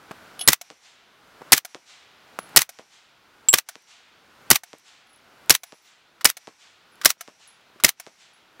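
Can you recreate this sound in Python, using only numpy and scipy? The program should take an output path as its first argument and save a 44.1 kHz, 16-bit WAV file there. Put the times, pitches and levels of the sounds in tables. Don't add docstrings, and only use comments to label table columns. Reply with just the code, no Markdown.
import sys
import numpy as np
from scipy import signal
from scipy.fft import rfft, irfft
from scipy.io import wavfile
from scipy.ndimage import uniform_filter1d

SR = 44100
rng = np.random.default_rng(int(sys.argv[2]) if len(sys.argv) > 2 else 0)


def waveform_to_disk(signal):
    frames = np.transpose(np.atleast_2d(signal))
    scaled = np.clip(frames, -1, 1) * 32767
    samples = np.round(scaled).astype(np.int16)
    wavfile.write(sys.argv[1], SR, samples)


def undo_db(level):
    steps = np.asarray(level, float) / 20
    return 10 ** steps


N = 379260

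# [blast t/s, hammer level/dB, bass push level/dB, bolt back level/dB]
SHOTS = [(0.483, 13, -23.5, -7.5), (1.528, 12, -32, -11), (2.569, 12, -28.5, -1.5), (3.537, 0.5, -35, -7),
         (4.51, 8.5, -24.5, -4.5), (5.503, 9, -31.5, -6.5), (6.252, 0.5, -35, -10), (7.055, 2, -37, -17.5),
         (7.844, 3.5, -28.5, -8.5)]
# [t/s, crack level/dB, thud level/dB]
IMPACT = [(0.7014, -25.5, -31), (1.746, -20.5, -28), (2.7875, -28, -28), (3.7545, -24, -38.5),
          (4.7307, -25.5, -29.5), (5.7221, -30.5, -32.5), (6.4719, -26, -27.5), (7.2767, -27.5, -30),
          (8.0648, -28, -29.5)]
# [f/Hz, level/dB]
HAMMER_COLOUR = [(88, -38), (150, -9.5), (790, -4), (1690, -9.5), (4580, -0.5), (5910, -8), (6390, -2),
                 (12700, -1), (16000, -10)]
# [f/Hz, level/dB]
RATTLE_COLOUR = [(240, -62), (400, -34.5), (719, -14.5), (1040, -26.5), (2470, -14.5), (2930, -4),
                 (5600, -12.5), (7870, -27), (10900, -9.5), (16000, -28.5)]
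# [f/Hz, level/dB]
FAR_WIDTH = [(18, -45), (300, -38), (2500, -42), (4400, -25), (8000, -13), (16500, -6.5)]


def at_hz(points, hz):
    f, db = np.transpose(points)
    return np.interp(np.log(hz + 1), np.log(f), db, left=-70, right=-70)


def high_pass(x, hz):
    return signal.sosfilt(signal.butter(2, hz, "high", fs=SR, output="sos"), x)


def coloured(white, colour, width):
    size = white.shape[1]
    hz = np.fft.rfftfreq(size, 1 / SR)
    gain_db = at_hz(colour, hz) + at_hz(width, hz) * [[0], [1]]
    mid, side = irfft(rfft(white) * undo_db(gain_db), size)
    return (mid + side * [[1], [-1]]) / np.sqrt(np.mean(mid ** 2))


def add(out, s, sound, pan_db=0):
    i = round(s * SR)
    panned = sound * undo_db(np.array([[.5], [-.5]]) * pan_db)
    out[:, i:i + sound.shape[-1]] += panned[:, :N - i]


def ring(hz, db, t60, phase):
    t = np.arange(6144) / SR
    fade = undo_db(db - 60 * t / t60) * np.minimum(t / 0.0003, 1)
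    return fade * np.sin(2 * np.pi * hz * t + phase)


def blows(table, colour, rise, hold, t60, tail_db, tail_t60, boost_db=-1.5, cut_hz=300, pan_db=0):
    # [f/Hz, level/dB]
    near_width = [(18, -12.5), (200, -16.5), (1300, -23), (3000, -24), (8000, -15), (16500, -8)]
    out, t = np.zeros((2, N)), np.arange(4096) / SR
    after = np.maximum(t - rise - hold, 0)
    swell = np.minimum(t / rise, 1) ** 2 * np.minimum(100 * (t[-1] - t), 1)
    main_fade = undo_db(-60 * after / t60)
    tail_fade = undo_db(tail_db - 60 * after / tail_t60)
    low_pass = signal.butter(2, 6050, fs=SR, output="sos")
    for s, db in table:
        uneven = uniform_filter1d(rng.standard_normal(len(t)), size=24)
        contacts = rng.standard_normal((2, len(t))) * undo_db(14.0 * uneven)
        contacts = coloured(contacts, colour, near_width)
        dull = signal.sosfilt(low_pass, contacts)
        tail = dull + undo_db(-6) * (contacts - dull)
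        blow = high_pass(swell * (main_fade * contacts + tail_fade * tail), cut_hz)
        add(out, s, undo_db(db + boost_db) * blow / np.abs(blow).max(), pan_db)
    return out


def air():
    # [f/Hz, level/dB]
    air_colour = [(18, -43.5), (30, -18), (70, -13), (134, -8), (259, -7), (540, -6.5), (1200, -6.5),
                  (1450, -3), (1700, -9.5), (2610, -13), (4650, -18.5), (8000, -26), (16000, -30.5)]
    # [t/s, level/dB]
    breeze = [(0, -55), (.15, -52), (1.5, -51.5), (2.5, -49), (3.5, -54), (4.5, -51.5), (5.5, -52.5),
              (6.3, -54), (7, -51), (8.6, -52.5)]
    duck_db, fall_s, hold_s, climb_db_per_s = -21, 0.077, .2, 24.5
    t, gain_db = np.arange(N) / SR, np.zeros(N)
    for s, *rest in SHOTS:
        climb_db = climb_db_per_s * np.maximum(t - s - hold_s, 0)
        gain_db = np.minimum(gain_db, duck_db * np.clip((t - s) / fall_s, 0, 1) + climb_db)
    noise = coloured(rng.standard_normal((2, N)), air_colour, FAR_WIDTH)
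    return undo_db(np.interp(t, *np.transpose(breeze)) + gain_db + 2.5) * noise


def handling():
    # [t/s, peak level/dB]
    thumps = [(.1095, -23.5), (.115, -35), (1.408, -34), (1.4165, -28), (2.5475, -29.5), (7.168, -52),
              (7.403, -51), (7.699, -45), (7.759, -40)]
    # [f/Hz, level/dB]
    thump_colour = [(80, -20.5), (200, -2.5), (700, 0), (1500, -11.5), (3000, -23), (16000, -42.5)]
    # [t/s, peak level/dB]
    knocks = [(0.1148, -24), (2.3882, -11.5), (8.596, -28)]
    # [f/Hz, level/dB]
    knock_colour = [(88, -41), (150, 1), (368, -6.5), (1170, -1.5), (2450, -12), (2870, -12), (5680, -14),
                    (16000, -24)]
    # [t/s, peak level/dB]
    ticks = [(.1152, -29.5), (2.3886, -20), (2.4915, -38), (2.4945, -40), (3.822, -47), (4.784, -37),
             (4.797, -43), (5.071, -47.5), (5.245, -52), (5.46, -40.5), (6.955, -39.5), (7.61, -52.5)]
    # [t/s, peak level/dB]
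    rattle = [(0.3924, -24), (.409, -22), (0.4114, -18), (.421, -27)]
    # [f/Hz, level/dB, t60/s]
    swivel = [(3360, -27, 0.073), (2980, -26, .06), (5330, -32, 0.054), (720, -33, .05), (6400, -36, .06),
              (4300, -36, .06)]
    # [t/s, peak level/dB]
    slack = [(6.2092, -26.5), (7.0135, -21.5), (7.034, -30.5), (7.039, -29.5), (7.7995, -27)]
    # [f/Hz, level/dB]
    slack_colour = [(180, -51), (300, -24.5), (856, -16), (1140, -1.5), (2280, -12), (2520, -13.5),
                    (4910, -12.5), (6520, -16.5), (16000, -26.5)]
    out = blows(thumps, thump_colour, 0.0014, 0.0017, 0.017, -14.5, .07, cut_hz=90)
    out += blows(knocks, knock_colour, 0.001, 0.001, .02, -12, 0.087, boost_db=-9.5, cut_hz=120)
    step = np.interp(np.arange(1024) / SR / 0.001, [0, .2, .45, 1], [-0.1, -0.93, 0.83, -0.2])
    for s, db in knocks:
        add(out, s + .0008, undo_db(db - 1) * high_pass(step, 300))
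    out += blows(ticks, HAMMER_COLOUR, .0003, 0.00034, .008, -12, .03, boost_db=-4.5, cut_hz=3000)
    out += blows(rattle, RATTLE_COLOUR, 0.0008, .001, .02, -11, .09)
    for hz, db, t60 in swivel:
        add(out, rattle[0][0], ring(hz, db - 10.5, t60, 0))
        add(out, rattle[2][0], ring(hz, db, t60, 0))
    return out + blows(slack, slack_colour, 0.00099, 0.0033, 0.034, -14.5, 0.11)


def bouncing_case():
    # [f/Hz, level/dB]
    tones = [(10100, 2), (13000, -4), (14700, -6)]
    # [t/s, level/dB, lean to the upper tones/dB]
    bounces = [(5.59, -52, 0), (5.665, -59.5, -9), (5.744, -63, -5), (5.823, -76, 6), (5.851, -74, 5)]
    rise_db_per_s, fall_db_per_s = 4000, 220
    out, start = np.zeros((2, N)), bounces[0][0] - .05
    t = start + np.arange(16384) / SR
    for k, (hz, db) in enumerate(tones):
        levels_db = []
        for s, bounce_db, lean_db in bounces:
            drop_db = np.maximum(rise_db_per_s * (s - t), fall_db_per_s * (t - s))
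            levels_db.append(bounce_db + k * lean_db - drop_db)
        level_db = np.max(levels_db, axis=0)
        facing = np.cos(2 * np.pi * 3.4 * t + 2.1 * k)
        turns = hz * (t + .00006 * np.sin(2 * np.pi * 6.0 * t))
        add(out, start, undo_db(level_db + db + 1.5 * facing) * np.sin(2 * np.pi * turns))
    return out


def cases():
    # [t/s, peak level/dB, f/Hz, t60/s]
    strikes = [(0.3926, -33, 10610, 0.21), (0.4115, -29, 10660, 0.27), (1.684, -63, 10660, 0.27),
               (2.388, -40.5, 10500, 0.16), (2.43, -48.5, 10600, 0.2), (5.071, -71.5, 10750, 0.28),
               (5.094, -61, 10670, .25), (5.13, -57, 10700, 0.19), (5.16, -54, 10760, 0.071),
               (6.921, -62.5, 10700, 0.24), (7.475, -47.5, 10600, 0.17), (7.51, -61, 10650, 0.27),
               (8.114, -72.5, 10650, 0.43), (8.334, -60, 10570, 0.21)]
    # [f/Hz, level/dB, t60/s]
    near_modes = [(7590, -3, .09), (10750, -33.5, .12), (15070, -29, .08), (2980, -26, 0.024),
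                  (4500, -28, .03)]
    near_s = 3.4862
    out = np.zeros((2, N))
    for s, db, hz, t60 in strikes:
        add(out, s, ring(hz, db, t60, 0) + ring(hz + 70, db - 11.0, t60, 0))
    ticks = [(s, db) for s, db, hz, t60 in strikes]
    out += blows(ticks, HAMMER_COLOUR, 0.00035, .002, .02, -11.0, .05, boost_db=-2.0, cut_hz=5400)
    out += blows([(near_s, -9)], RATTLE_COLOUR, 0.00055, 0.0009, 0.03, -10.5, 0.064)
    for hz, db, t60 in near_modes:
        twin = ring(hz + 100, db - 16.5, 2.5 * t60, 1.9)
        add(out, near_s, ring(hz, db, t60, 0) + twin)
    return out + bouncing_case()


def ducking():
    duck_db, recover_s = -33, .12
    t, db = np.arange(N) / SR, np.zeros(N)
    for s, *rest in SHOTS:
        db = np.minimum(db, duck_db * (t > s) * np.clip(1.5 - (t - s) / recover_s, 0, 1))
    return undo_db(db)


def hammer():
    falls = [(s - .0077, db) for s, db, *rest in SHOTS]
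    return blows(falls, HAMMER_COLOUR, .0013, 0.00074, 0.0094, -10.0, 0.063, boost_db=-2.5, pan_db=0.5)


def blast():
    # [f/Hz, level/dB]
    blast_colour = [(18, -45.5), (30, -14), (287, -11.5), (1430, -11), (1910, -3.5), (2750, -9),
                    (4420, -5.5), (5590, -4.5), (8520, -6), (13700, -7.5), (16000, -14.5)]
    # [delay t/s, f/Hz, level/dB, t60/s]
    tube = [(.0008, 1912, -9.5, .02), (.0008, 2430, -16.5, .025), (.001, 1524, -13, .025),
            (.001, 3055, -11.5, 0.016), (.004, 5560, -8.5, .02), (.003, 1182, -21, .04)]
    # [delay t/s, f/Hz, level/dB, t60/s]
    body = [(0.00011, 250, 3.5, 0.061), (0.0046, 140, -2, 0.075), (0.00079, 39, -7, 0.069),
            (0.0018, 340, 0.5, 0.057)]
    # [start f/Hz, end f/Hz, level/dB]
    whistle = (9201, 5501, -12)
    blast_db, glide_s = 4.5, .005
    bursts = [(s, blast_db) for s, *rest in SHOTS]
    out = blows(bursts, blast_colour, .0014, .0042, 0.014, -9, 0.085, boost_db=5.0, cut_hz=290)
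    start_hz, end_hz, whistle_db = whistle
    t = np.arange(600) / SR
    fall = .5 + .5 * np.cos(np.pi * np.minimum(t / glide_s, 1))
    fade = np.minimum(t / 0.00036, 1) * undo_db(-60 * np.maximum(t - glide_s, 0) / .01)
    for s, hammer_db, bass_db, back_db in SHOTS:
        for modes, level_db in ((tube, blast_db), (body, bass_db + 4)):
            for delay, hz, mode_db, t60 in modes:
                a, b, c = rng.standard_normal(3)
                mode = ring(hz * (1 + .03 * a), level_db + mode_db + 2.0 * b, t60, 1.6 * c)
                add(out, s + delay, mode, 1.5 * (a - c))
        hz = (end_hz + (start_hz - end_hz) * fall) * (1 + 0.053 * rng.standard_normal())
        tone = np.sin(2 * np.pi * np.cumsum(hz) / SR)
        add(out, s + .0008, undo_db(blast_db + whistle_db) * fade * tone)
    return out


def bolt():
    # [t/s, peak level/dB]
    shut = [(0.5305, 1), (1.577, -2), (2.6168, -1.5), (3.584, -5), (4.556, -1), (5.549, -1.5),
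            (6.299, -5.5), (7.102, -4), (7.89, -3)]
    # [f/Hz, level/dB]
    bolt_colour = [(88, -68), (150, -36), (1210, -7), (1600, -7.5), (1980, -5), (5360, -7.5), (5910, -3),
                   (6770, -7), (9440, -8.5), (16000, -8)]
    # [f/Hz, level/dB, t60/s]
    breech = [(1970, -19, .018), (3860, -17, 0.016), (5900, -17, 0.01), (7800, -18, .01), (11000, -18, .01)]
    s, hammer_db, bass_db, back_db = np.transpose(SHOTS)
    feed_db = -14 + 0.43 * np.transpose(shut)[1]
    rebounds = [(shut_s + 0.01, db - 17) for shut_s, db in shut]
    out = blows(zip(s + .018, back_db), bolt_colour, .002, 0.003, 0.012, -6.5, 0.12, boost_db=-4.5)
    out += blows(zip(s + .0355, feed_db), bolt_colour, .0008, .012, .02, -14, .05, boost_db=.7)
    out += blows(shut, bolt_colour, 0.0012, 0.0012, 0.018, -14.0, 0.061, boost_db=-2.5)
    for shut_s, db in shut:
        for hz, mode_db, t60 in breech:
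            a, b = rng.standard_normal(2)
            add(out, shut_s + .001, ring(hz * (1 + 0.036 * a), db + mode_db + 2.5 * b, t60, 0))
    return out + blows(rebounds, bolt_colour, 0.00065, .001, .02, -14, 0.1)


def trees():
    # [f/Hz, level/dB]
    tree_colour = [(350, -45), (600, -16.5), (703, -6), (1000, -9), (1060, -7.5), (3510, -1), (7340, -5.5),
                   (14000, -35.5)]
    # [f/Hz, level/dB]
    near_colour = [(470, -40), (800, -6.5), (1270, -12), (2270, -5), (3300, -10), (5100, -10), (5750, -3.5),
                   (6500, -11.5), (15000, -30)]
    out, t = np.zeros((2, N)), np.arange(32768) / SR
    low_pass = signal.butter(2, 4000, fs=SR, output="sos")
    near_fade = undo_db(-55.5 + 1.5 - 9 * t / 0.28 - 60 * np.maximum(t - .32, 0) / .4)
    near_fade = near_fade * np.clip(t / 0.057 - .9, .15, 1)
    swell = np.minimum(t / 0.051, 1) * np.minimum(5 * (t[-1] - t), 1)
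    for (shot, *rest), (hit, crack_db, thud_db) in zip(SHOTS, IMPACT):
        s = shot + .349
        db = -36 + 0.62 * crack_db
        near = coloured(rng.standard_normal((2, len(t))), near_colour, FAR_WIDTH)
        add(out, s - .29, near_fade * near)
        wash = coloured(rng.standard_normal((2, len(t))), tree_colour, FAR_WIDTH)
        dull = signal.sosfilt(low_pass, wash)
        fading = dull * undo_db(-60 * t / 2.2) + (wash - dull) * undo_db(-60 * t / .8)
        add(out, s - .025, undo_db(db + 2.5) * swell * fading)
    return out


def late_click():
    # [t/s, peak level/dB]
    clicks = [(0.612, -22.5), (1.648, -21), (2.691, -26), (3.687, -22), (4.634, -24.5), (5.633, -24),
              (6.368, -23), (7.208, -22), (7.998, -23.5)]
    # [f/Hz, level/dB]
    click_colour = [(180, -60), (300, -49.5), (701, 1.5), (961, -13), (1460, -2), (2440, -9), (6300, -6),
                    (9550, -9.5), (10400, -7), (16000, -16)]
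    # [f/Hz, level/dB, t60/s]
    click_modes = [(708, -18.5, 0.05), (2223, -16.5, 0.031), (6200, -7.5, 0.012)]
    out = blows(clicks, click_colour, 0.001, 0.0044, 0.029, -19, 0.19)
    for s, db in clicks:
        for hz, mode_db, t60 in click_modes:
            add(out, s + 0.0009, ring(hz, db + mode_db, t60, 0))
    return out


def bullet():
    # [f/Hz, level/dB]
    earth_colour = [(100, -17), (300, -6), (700, -5), (2500, -16), (8000, -20.5), (16000, -48)]
    # [delay t/s, length t/s, share of the dip/1, rebound/1, level/dB, low cut f/Hz]
    steps = [
        (.001, 0.00067, .12, 0.4, 2, 203),
        (.0066, 0.0022, .25, 0.77, -1.5, 152),
        (.0155, .0005, .2, .6, -11, 503),
        (.0205, .0018, 0.21, 1, -15, 196.9),
    ]
    thuds = [(s, thud_db) for s, crack_db, thud_db in IMPACT]
    out = blows(thuds, earth_colour, 0.0061, 0.0032, 0.088, -1, 0.18, boost_db=-10.5, cut_hz=120)
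    t = np.arange(2048) / SR
    for s, crack_db, thud_db in IMPACT:
        for k, (delay, length, dip, rebound, step_db, cut_hz) in enumerate(steps):
            step = np.interp(t / length, [0, dip, 2 * dip, 1], [0, -1, rebound, 0])
            level_db = thud_db if k else crack_db
            chance_db = rng.standard_normal()
            add(out, s + delay, undo_db(level_db + step_db + chance_db) * high_pass(step, cut_hz))
    return out


def scene():
    gun = handling() + hammer() + blast() + bolt() + late_click()
    return air() + gun + ducking() * cases() + trees() + bullet()


def top_cut(x):
    return signal.sosfilt(signal.butter(12, 16200, fs=SR, output="sos"), x)


def record(dry):
    clipped = np.clip(dry, -.99, .99)
    steep = signal.cheby2(10, 40, 17000, fs=SR, output="sos")
    mix = signal.sosfilt(steep, clipped)
    return top_cut(mix)


dry = scene()
out = record(dry)
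waveform_to_disk(out)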